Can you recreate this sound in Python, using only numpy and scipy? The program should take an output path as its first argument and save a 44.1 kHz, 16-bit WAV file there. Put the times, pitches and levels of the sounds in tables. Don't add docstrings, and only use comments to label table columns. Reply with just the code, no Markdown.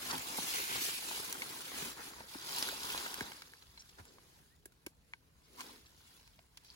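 import sys
import numpy as np
from scipy import signal
from scipy.fft import rfft, irfft, next_fast_len
from scipy.io import wavfile
from scipy.ndimage import uniform_filter1d, map_coordinates

SR = 44100
rng = np.random.default_rng(int(sys.argv[2]) if len(sys.argv) > 2 else 0)


def inscribe(sig):
    pcm = np.round(np.clip(np.atleast_2d(sig).T, -1, 1) * 32767)
    wavfile.write(sys.argv[1], SR, pcm.astype(np.int16))


N = 297675

# (frequency [Hz], likeness [0-1], left mic's lead [radians])
MIC_PAIR = [(40, 0.87, 0.5), (153, 0.75, 0.12), (357, 0.87, 0.6), (694, 1, 1.83), (1050, 0.37, 1.5),
            (1520, 0.15, 2.5), (2520, 0.04, 2), (4950, 0.05, 6.5), (6180, 0.35, 6.5), (9130, 0.72, 2.5),
            (10420, 0.83, 0.5), (13480, 1, -3), (14900, 0.9, -5)]
# (frequency [Hz], level [dB])
RUMBLE_COLOUR = [(12, -49), (20, -19), (60, 1.5), (109, -6.5), (151, -5), (258, -17), (328, -27),
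                 (369, -31), (700, -20.5), (910, -56), (1540, -120)]
# (time [s], level [dB])
SLEEVE_LEVELS = [(3.9, -90), (4.1, -64.5), (4.35, -83), (4.55, -79.5), (5.45, -82), (5.53, -67.5),
                 (5.62, -66), (5.73, -67), (5.79, -67), (5.85, -86)]
# (frequency [Hz], level [dB])
CLOTH_COLOUR = [(90, -48), (255, 4), (330, 1), (450, 3), (620, -10), (1500, -35)]
# (time [s], level [dB], first pitch [Hz], last pitch [Hz], decay [s])
STALK_THUMPS = [(0.133, -50, 258, 150, 0.053), (0.162, -49, 260, 89.5, 0.12), (0.385, -41, 290, 110, 0.078),
                (1.824, -40, 257, 78.6, 0.075), (2.354, -38.5, 328, 240, 0.04),
                (3.21, -37.5, 450, 60, 0.091), (3.662, -55.5, 81, 55.3, 0.47), (3.997, -46, 136, 50, 0.14),
                (4.658, -41, 407, 350, 0.018), (4.8672, -30.5, 374, 284, 0.022)]
# (middle time [s], level [dB], pitch [Hz], length [s], level half an octave from the pitch [dB])
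SHORT_DRAGS = [(0.105, -37, 1330, 0.0091, -11), (0.113, -36.5, 4500, 0.0088, -7),
               (0.154, -40, 3000, 0.0049, -15), (0.141, -41.5, 950, 0.015, -11),
               (0.388, -37.5, 750, .007, -7), (0.76, -37.5, 3400, 0.0086, 0), (1.114, -41, 870, 0.005, -7),
               (1.356, -43, 1400, .004, -11), (1.43, -48, 840, 0.01, -7.5), (1.993, -54, 1200, 0.0053, 1),
               (2.208, -46, 730, 0.0062, -4), (2.349, -47, 1030, 0.0058, -6),
               (2.579, -50, 1000, 0.0038, -10), (2.628, -43.5, 466, 0.00524, -9),
               (2.73, -43.5, 543, 0.0052, -16), (2.746, -44, 4200, 0.0013, -1),
               (2.847, -43, 1200, 0.004, -3), (2.948, -38.5, 1400, 0.005, -1.5),
               (3.064, -38.5, 1310, .006, -6), (3.803, -53.5, 5600, 0.015, -15),
               (3.895, -56.5, 5030, 0.0072, -3), (4.085, -63.5, 4930, 0.024, -4),
               (4.871, -53, 800, 0.0039, 0), (5.454, -72, 5000, 0.031, -9),
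               (5.597, -49.5, 1080, 0.025, -21), (5.612, -45.5, 970, 0.0055, -21),
               (5.698, -56, 960, 0.0068, -20), (5.865, -59.5, 4200, 0.0086, -4),
               (6.662, -64, 4900, 0.015, -9), (6.707, -62, 4730, 0.0091, -9)]
# (time [s], crack level [dB], treble [dB], decay [s], ring pitch [Hz], ring [dB], wood [dB])
STEM_SNAPS = [(0.1793, -32.5, 5, 0.017, 3180, -2, -2), (0.371, -33.5, 17, 0.046, 2130, -5, -24),
              (1.3261, -23, 3, 0.0096, 5800, -7, -10), (1.42, -35.5, -10, 0.017, 2200, 11.5, -4),
              (2.492, -29, -12, 0.0081, 4500, -3, -11), (2.562, -29, 6, 0.0088, 5000, -2, -18),
              (2.5841, -24, 6, 0.0092, 4450, 2, -11), (2.626, -15.5, -5, 0.0048, 4950, 2.5, -26),
              (2.6873, -29.5, 8, 0.0089, 1490, 4.5, -0.5), (2.832, -31, -4, 0.011, 5240, 1, -19),
              (2.902, -34, -3, 0.0092, 2700, 12, -21), (2.9762, -34, -9.5, 0.036, 3990, 0, -1),
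              (3.142, -27.5, 3, 0.0089, 2940, -1, -9), (3.208, -29.5, -1, 0.0076, 1570, 10.5, 3),
              (3.318, -38, -6, 0.0098, 1490, -12, 3), (3.4202, -38, -12, 0.012, 1340, -2, -4),
              (3.5355, -48, -9, 0.011, 1700, 9, 3), (3.623, -57, -29, 0.031, 4050, 8, 1),
              (3.775, -56, -19, 0.054, 4090, 9.5, 11), (3.821, -50, -10, 0.013, 5440, 6.5, -11),
              (3.985, -61, -18, 0.09, 1440, 6.5, 0), (4.053, -46, 2, .008, 9400, -2, -7),
              (4.184, -57, -27, 0.0073, 1040, 19, 5), (4.656, -42, 10, 0.026, 1650, -5.5, -8),
              (4.721, -61, -3, 0.025, 1460, 0, -4), (4.8634, -33, 3, 0.008, 2660, 2, -8),
              (4.866, -36.5, -1, 0.011, 5450, -9, -3.5), (5.135, -49, -17, 0.015, 1520, 5, -6),
              (5.136, -43.5, -44, 0.0043, 2130, 24, 7.5), (5.606, -39, -5, 0.034, 4300, -3, 5.5),
              (6.276, -48.5, -10, 0.0094, 2430, 3, -12), (6.39, -56, -34, 0.028, 680, 3, 7.5),
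              (6.572, -43, -9, 0.026, 3070, -6, -6), (6.647, -50.5, -5, 0.02, 5500, -12, -18),
              (6.702, -52.5, -10, 0.0058, 4720, 20, -17)]
# (frequency [Hz], relative level [dB], decay [s])
WOOD_TONES = [(933, -10, 0.024), (1575, -12.5, 0.043), (2190, -8.5, 0.033), (3040, -7, 0.012)]
# (time [s], level [dB])
CRACKLE_LEVELS = [(0, -76), (2.3, -60), (2.55, -47), (2.78, -51.5), (2.98, -53), (3.25, -56.5),
                  (3.55, -68.5), (4.1, -72.5), (4.6, -85), (5.3, -97), (5.65, -59), (5.82, -72), (6.3, -71),
                  (6.55, -92), (6.68, -64.5)]
# (frequency [Hz], level [dB])
CASE_TONES = [(400, -3.5), (970, -2), (1500, 0), (3340, -1.5), (3900, -1.5), (4400, -7), (4900, 1)]
# (peak time [s], level [dB], rise [s], fall [s], left mic's lead [s], rasp pitch [Hz],
#  case ring relative to the rasp [dB])
BLADE_SCRAPES = [(0.13, -51.5, 0.09, 0.041, 0.0003, 1280, -7),
                 (0.57, -42.5, 0.039, 0.054, 0.00035, 2400, -21),
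                 (0.755, -45.5, 0.075, 0.054, 0.00038, 2380, -8),
                 (0.901, -49, 0.0096, .022, 0.00026, 2800, -16),
                 (1.13, -55.5, 0.024, 0.075, 0.00024, 2400, 2),
                 (1.82, -63.5, 0.045, 0.084, 0.000067, 1500, 2),
                 (2.615, -51, 0.13, 0.12, 0.00023, 1400, 1.5), (2.94, -52, 0.1, 0.13, 0.00021, 1530, 2.5),
                 (3.23, -55, 0.093, 0.047, 0.00022, 1400, 1)]
# (frequency [multiple of the rasp pitch], level [dB])
RASP_COLOUR = [(.3, -8), (.65, 5), (1, 4), (1.45, -9.5), (2.2, -10), (4, -47)]
# (frequency [Hz], level [dB])
RUB_COLOUR = [(30, -16), (70, -7.5), (150, -3.5), (260, 2.5), (420, 1), (610, -3), (930, 1), (1200, -1.5),
              (1550, 0), (2100, -4), (4500, -29.5)]
# (frequency [Hz], level [dB])
FIZZ_COLOUR = [(4500, -25), (7500, -4), (10300, 0), (13500, -4), (16000, -4.5)]
# (frequency [Hz], level [dB])
SWISH_COLOUR = [(800, -40), (1500, -12.5), (2300, -3), (3300, -3), (4500, -2.5), (5700, -5), (7000, -4.5),
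                (9000, -4.5), (16000, -7.5)]
# (time [s], swish level [dB], fizz relative to the swish [dB])
GRASS_STIR = [(0, -46, -6), (0.33, -43.5, -2), (0.45, -55, 5), (1.05, -49, 4.5), (1.28, -44.5, 3),
              (1.38, -45.5, -1), (1.7, -47, 1), (1.95, -53.5, 2), (2.28, -59.5, -2), (2.5, -47.5, -4),
              (3.2, -48, -4), (3.45, -60.5, -5), (3.7, -65, -15), (4.4, -65, -12), (4.6, -74, -5),
              (5.33, -73, -2), (5.55, -67, -6), (6.25, -67.5, -6), (6.5, -72.5, 0.5), (6.75, -63.5, -5)]
# (peak time [s], swish level [dB], rise [s], fall [s], fizz [dB], rub [dB])
GRASS_STROKES = [(0.12, -42, 0.058, 0.06, -15, -1), (0.39, -41.5, 0.032, 0.044, -1, -9),
                 (0.57, -36.5, 0.15, 0.063, 0.5, -14), (0.75, -36, 0.079, 0.11, 2.5, -13),
                 (0.87, -39, 0.047, 0.11, 1, -16.5), (1.14, -42, 0.15, 0.11, 0, -11.5),
                 (1.84, -41, 0.094, 0.053, -1, -7), (1.99, -56, 0.013, 0.025, -7, 8),
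                 (2.07, -48, 0.058, 0.03, 0, -7), (2.19, -56, 0.081, 0.061, -6, 1.5),
                 (2.37, -50, 0.061, 0.026, -7, -7.5), (2.61, -40, 0.1, 0.089, 1, -12),
                 (2.95, -42, 0.11, 0.11, 0, -9.5), (3.2, -62, 0.082, 0.13, -7, 7),
                 (3.998, -59.5, 0.014, 0.011, -13, 4.5), (5.61, -51.5, 0.018, 0.025, -7, -7),
                 (5.67, -56.5, 0.081, 0.081, -12, -3), (6.14, -64, 0.11, 0.071, -18, -8)]


def amp(db):
    return 10 ** (np.asarray(db) / 20)


def unit(x):
    return x / np.sqrt(np.mean(x ** 2) + 1e-20)


def look_up(table, hz, column=1):
    columns = np.transpose(table)
    return np.interp(np.log(hz + 1), np.log(columns[0] + 1), columns[column])


def curves(table):
    times, *columns = np.transpose(table)
    return [np.interp(np.arange(N) / SR, times, column) for column in columns]


def wobble(rate):
    return map_coordinates(rng.standard_normal(int(N * rate / SR) + 4), [np.arange(N) * rate / SR])


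def add(track, start, sound):
    part = track[:, max(round(start * SR), 0):][:, :sound.shape[-1]]
    part += sound[..., :part.shape[-1]]


def filtered(x, response):
    n = x.shape[-1]
    padded = next_fast_len(n + 4096)
    return irfft(rfft(x, padded) * response(np.fft.rfftfreq(padded, 1 / SR)), padded)[..., :n]


def at_mics(pair, colour):
    n = pair.shape[-1]
    padded = next_fast_len(n + 4096)
    hz = np.fft.rfftfreq(padded, 1 / SR)
    blend = np.arccos(np.clip(look_up(MIC_PAIR, hz), 0, 1)) / 2
    mid, side = rfft(pair, padded) * amp(look_up(colour, hz)) * [np.cos(blend), np.sin(blend)]
    lead = np.exp(.5j * look_up(MIC_PAIR, hz, column=2))
    return unit(irfft(np.array([(mid + side) * lead, (mid - side) / lead]), padded)[:, :n])


def aimed(x, colour, lead_s):
    sides = np.array([[1], [-1]])
    return unit(filtered(x, lambda hz: amp(look_up(colour, hz)) * np.exp(1j * np.pi * hz * lead_s * sides)))


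def friction(rate, spread_db, fade_s, hiss, size=N):
    slipping = rng.random(size) < rate / SR
    strength = np.minimum(rng.exponential(size=size), 4)
    slips = slipping * amp(spread_db * strength) ** 2
    power = signal.lfilter([1], [1, -np.exp(-1 / (fade_s * SR))], slips)
    return np.sqrt(power / power.mean() + hiss) * rng.standard_normal((2, size))


def patchy(x, depth_db):
    spectrum = signal.stft(x, nperseg=1024)[2]
    patches = rng.standard_normal(spectrum.shape[1:])
    for axis in (0, 1):
        patches = uniform_filter1d(patches, size=4, axis=axis)
    return unit(signal.istft(spectrum * amp(depth_db * unit(patches)), nperseg=1024)[1][:, :N])


def taps(count, centre_hz, pitch_spread, cycles, spread_db, lead_s):
    t = np.arange(SR // 50) / SR
    start = rng.integers(0, N, (count, 1))
    pitch, angle, pan = rng.standard_normal((count, 3)).T[..., None]
    hz = np.clip(centre_hz * np.exp(pitch_spread * pitch), 300, 12000)
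    strength = amp(spread_db * np.minimum(rng.exponential(size=(count, 1)), 3))
    ring = strength * np.exp(-t * hz / cycles) * (1 - np.exp(-t * hz))
    where = (start + np.arange(len(t))).ravel()
    channels = []
    for side in (1, -1):
        arrival = t + side * lead_s * (1 + angle / 2) / 2
        ticks = amp(side * pan) * ring * np.sin(2 * np.pi * hz * arrival)
        channels.append(np.bincount(where, ticks.ravel(), N)[:N])
    return unit(np.array(channels))


def hollow(x, echo_s=0.001633, share=0.25):
    return filtered(x, lambda hz: 1 - share * np.exp(-2j * np.pi * hz * echo_s)) / np.hypot(1, share)


def outdoors(level_db):
    sway_db = 1.2 * wobble(6)
    return amp(level_db + sway_db) * at_mics(rng.standard_normal((2, N)), RUMBLE_COLOUR)


def bird(start_s, level_db, first_hz, last_hz, length_s):
    out, progress = np.zeros((2, N)), np.linspace(0, 1, round(length_s * SR))
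    hz = first_hz + (last_hz - first_hz) * np.sin(np.pi * progress / 2)
    tone = np.sin(2 * np.pi * np.cumsum(hz) / SR)
    add(out, start_s, amp(level_db) * np.sin(np.pi * progress) * tone)
    return out


def sleeve():
    level_db, = curves(SLEEVE_LEVELS)
    slips = friction(rate=210, spread_db=3.5, fade_s=0.022, hiss=0.19)
    return amp(level_db) * at_mics(slips, CLOTH_COLOUR)


def thumps(glide_cycles, attack_cycles, roughness, lead_s):
    out, t = np.zeros((2, N)), np.arange(SR // 4) / SR
    for start, db, first_hz, last_hz, decay in STALK_THUMPS:
        hz = last_hz + (first_hz - last_hz) * np.exp(-t * first_hz / glide_cycles)
        tone = np.sin(2 * np.pi * (np.cumsum(hz) / SR - hz * np.array([[0], [lead_s]])))
        colour = [(last_hz / 2, -15), (first_hz, 0), (first_hz * 4, -30), (SR / 2, -80)]
        thud = at_mics(rng.standard_normal((2, len(t))), colour)
        rise = 1 - np.exp(-t * first_hz / attack_cycles)
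        add(out, start, amp(db - 60 * t / decay) * rise * (tone + roughness * thud))
    return out


def drags(lead_s):
    out, t = np.zeros((2, N)), np.arange(SR // 5) / SR
    for middle, db, hz, length, edge_db in SHORT_DRAGS:
        colour = [(hz / 4, 3 * edge_db), (hz / np.sqrt(2), edge_db), (hz, 0),
                  (hz * np.sqrt(2), edge_db), (SR / 2, -60)]
        swell = np.exp(-2 * (t / length - 2) ** 2)
        judder = swell * aimed(rng.standard_normal(len(t)), colour, lead_s)
        add(out, middle - 2 * length, amp(db) * unit(judder) * np.sqrt(np.mean(swell ** 2)))
    return out


def snaps(shiver_db, shiver_decay_s, wood_detune, lead_s, attack_s):
    out, t = np.zeros((2, N)), np.arange(SR // 8) / SR
    arrival = t - np.array([[0], [lead_s]])
    rise = 1 - np.exp(-t / attack_s)
    tone = lambda hz: np.sin(2 * np.pi * (hz * arrival + rng.random()))
    for start, db, treble_db, decay, ring_hz, ring_db, wood_db in STEM_SNAPS:
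        colour = [(200, -26), (1000, -4.0), (4500, 1.0), (11000, treble_db), (16000, treble_db - 5.5)]
        crack = at_mics(rng.standard_normal((2, len(t))), colour)
        wood = sum(amp(level - 60 * t / wood_decay) * tone(hz * (1 + wood_detune * rng.normal()))
                   for hz, level, wood_decay in WOOD_TONES)
        stem = amp(-60 * t / decay) * (crack + amp(ring_db) * tone(ring_hz))
        shiver = amp(shiver_db - 60 * t / shiver_decay_s) * crack
        add(out, start, amp(db) * rise * (stem + amp(wood_db) * wood + shiver))
    return out


def crackle():
    level_db, = curves(CRACKLE_LEVELS)
    ticks = taps(count=4000, centre_hz=4700, pitch_spread=.2, cycles=3, spread_db=2.7, lead_s=0.00019)
    return amp(level_db) * ticks


def case_response(hz, width_hz=85):
    return sum((-1) ** k * amp(db) * 1j * hz * width_hz / (tone_hz ** 2 - hz ** 2 + 1j * hz * width_hz)
               for k, (tone_hz, db) in enumerate(CASE_TONES))


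def scrapes():
    out, t = np.zeros((2, N)), np.arange(-SR // 3, SR // 3) / SR
    for peak, db, rise, fall, lead_s, rasp_hz, ring_db in BLADE_SCRAPES:
        slips = friction(rate=400, spread_db=1.0, fade_s=0.0015, hiss=0.39, size=len(t))[0]
        rasp = aimed(slips, [(ratio * rasp_hz, level) for ratio, level in RASP_COLOUR], lead_s)
        catches = friction(rate=130, spread_db=2.5, fade_s=0.0012, hiss=0.2, size=len(t))[0]
        ring = aimed(filtered(catches, case_response), [(0, 0)], lead_s)
        swell = np.exp(-(t / np.where(t < 0, rise, fall)) ** 2 / 2)
        add(out, peak + t[0], amp(db) * swell * (rasp + amp(ring_db) * ring))
    return out


def grass_levels(rub_offset_db=-6, rub_growth=0.89, pivot_db=-56):
    t = np.arange(N) / SR
    stir_db, bright_db = curves(GRASS_STIR)
    stalks_db = pivot_db + rub_offset_db + rub_growth * (stir_db - pivot_db)
    power = amp([stir_db, stir_db + bright_db, stalks_db]) ** 2
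    for peak, db, rise, fall, fizz_db, rub_db in GRASS_STROKES:
        swell = np.exp(-((t - peak) / np.where(t < peak, rise, fall)) ** 2)
        power += amp([[db], [db + fizz_db], [db + rub_db]]) ** 2 * swell
    return 10 * np.log10(power)


def grass():
    swish_db, fizz_db, rub_db = grass_levels()
    grip_db = 0.8 * wobble(28)
    teeth = patchy(friction(rate=1300, spread_db=4.0, fade_s=0.0031, hiss=1.0), depth_db=3.0)
    flicks = taps(count=3500, centre_hz=4106, pitch_spread=.3, cycles=21, spread_db=1.5, lead_s=0.00014)
    swish = amp(swish_db + grip_db) * (amp(-1.0) * at_mics(teeth, SWISH_COLOUR) + amp(-12.0) * flicks)

    hairs = patchy(friction(rate=2400, spread_db=4.5, fade_s=0.0005, hiss=0.7), depth_db=8.0)
    fizz = amp(swish_db + fizz_db + grip_db) * at_mics(hairs, FIZZ_COLOUR)

    lumps = patchy(friction(rate=130, spread_db=-1.0, fade_s=0.0032, hiss=1.0), depth_db=2.0)
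    knocks = taps(count=900, centre_hz=1200, pitch_spread=.25, cycles=3, spread_db=3, lead_s=.00028)
    rub = amp(rub_db + 0.093 * wobble(44)) * (amp(-0.8) * at_mics(lumps, RUB_COLOUR) + amp(-9.5) * knocks)
    return swish + fizz + rub


def scene():
    stems = snaps(shiver_db=-26, shiver_decay_s=0.15, wood_detune=0.0093, lead_s=0.00017, attack_s=0.00062)
    bumps = thumps(glide_cycles=3.16, attack_cycles=0.65, roughness=0.41, lead_s=0.0004)
    bumps += hollow(drags(lead_s=0.00024))
    background = outdoors(level_db=-70.5)
    background += bird(start_s=4.495, level_db=-74, first_hz=1690, last_hz=1970, length_s=0.068)
    return grass() + hollow(scrapes() + crackle()) + sleeve() + stems + bumps + background


def record(dry):
    return filtered(dry, lambda hz: hz < 15950)


dry = scene()
out = record(dry)
inscribe(out)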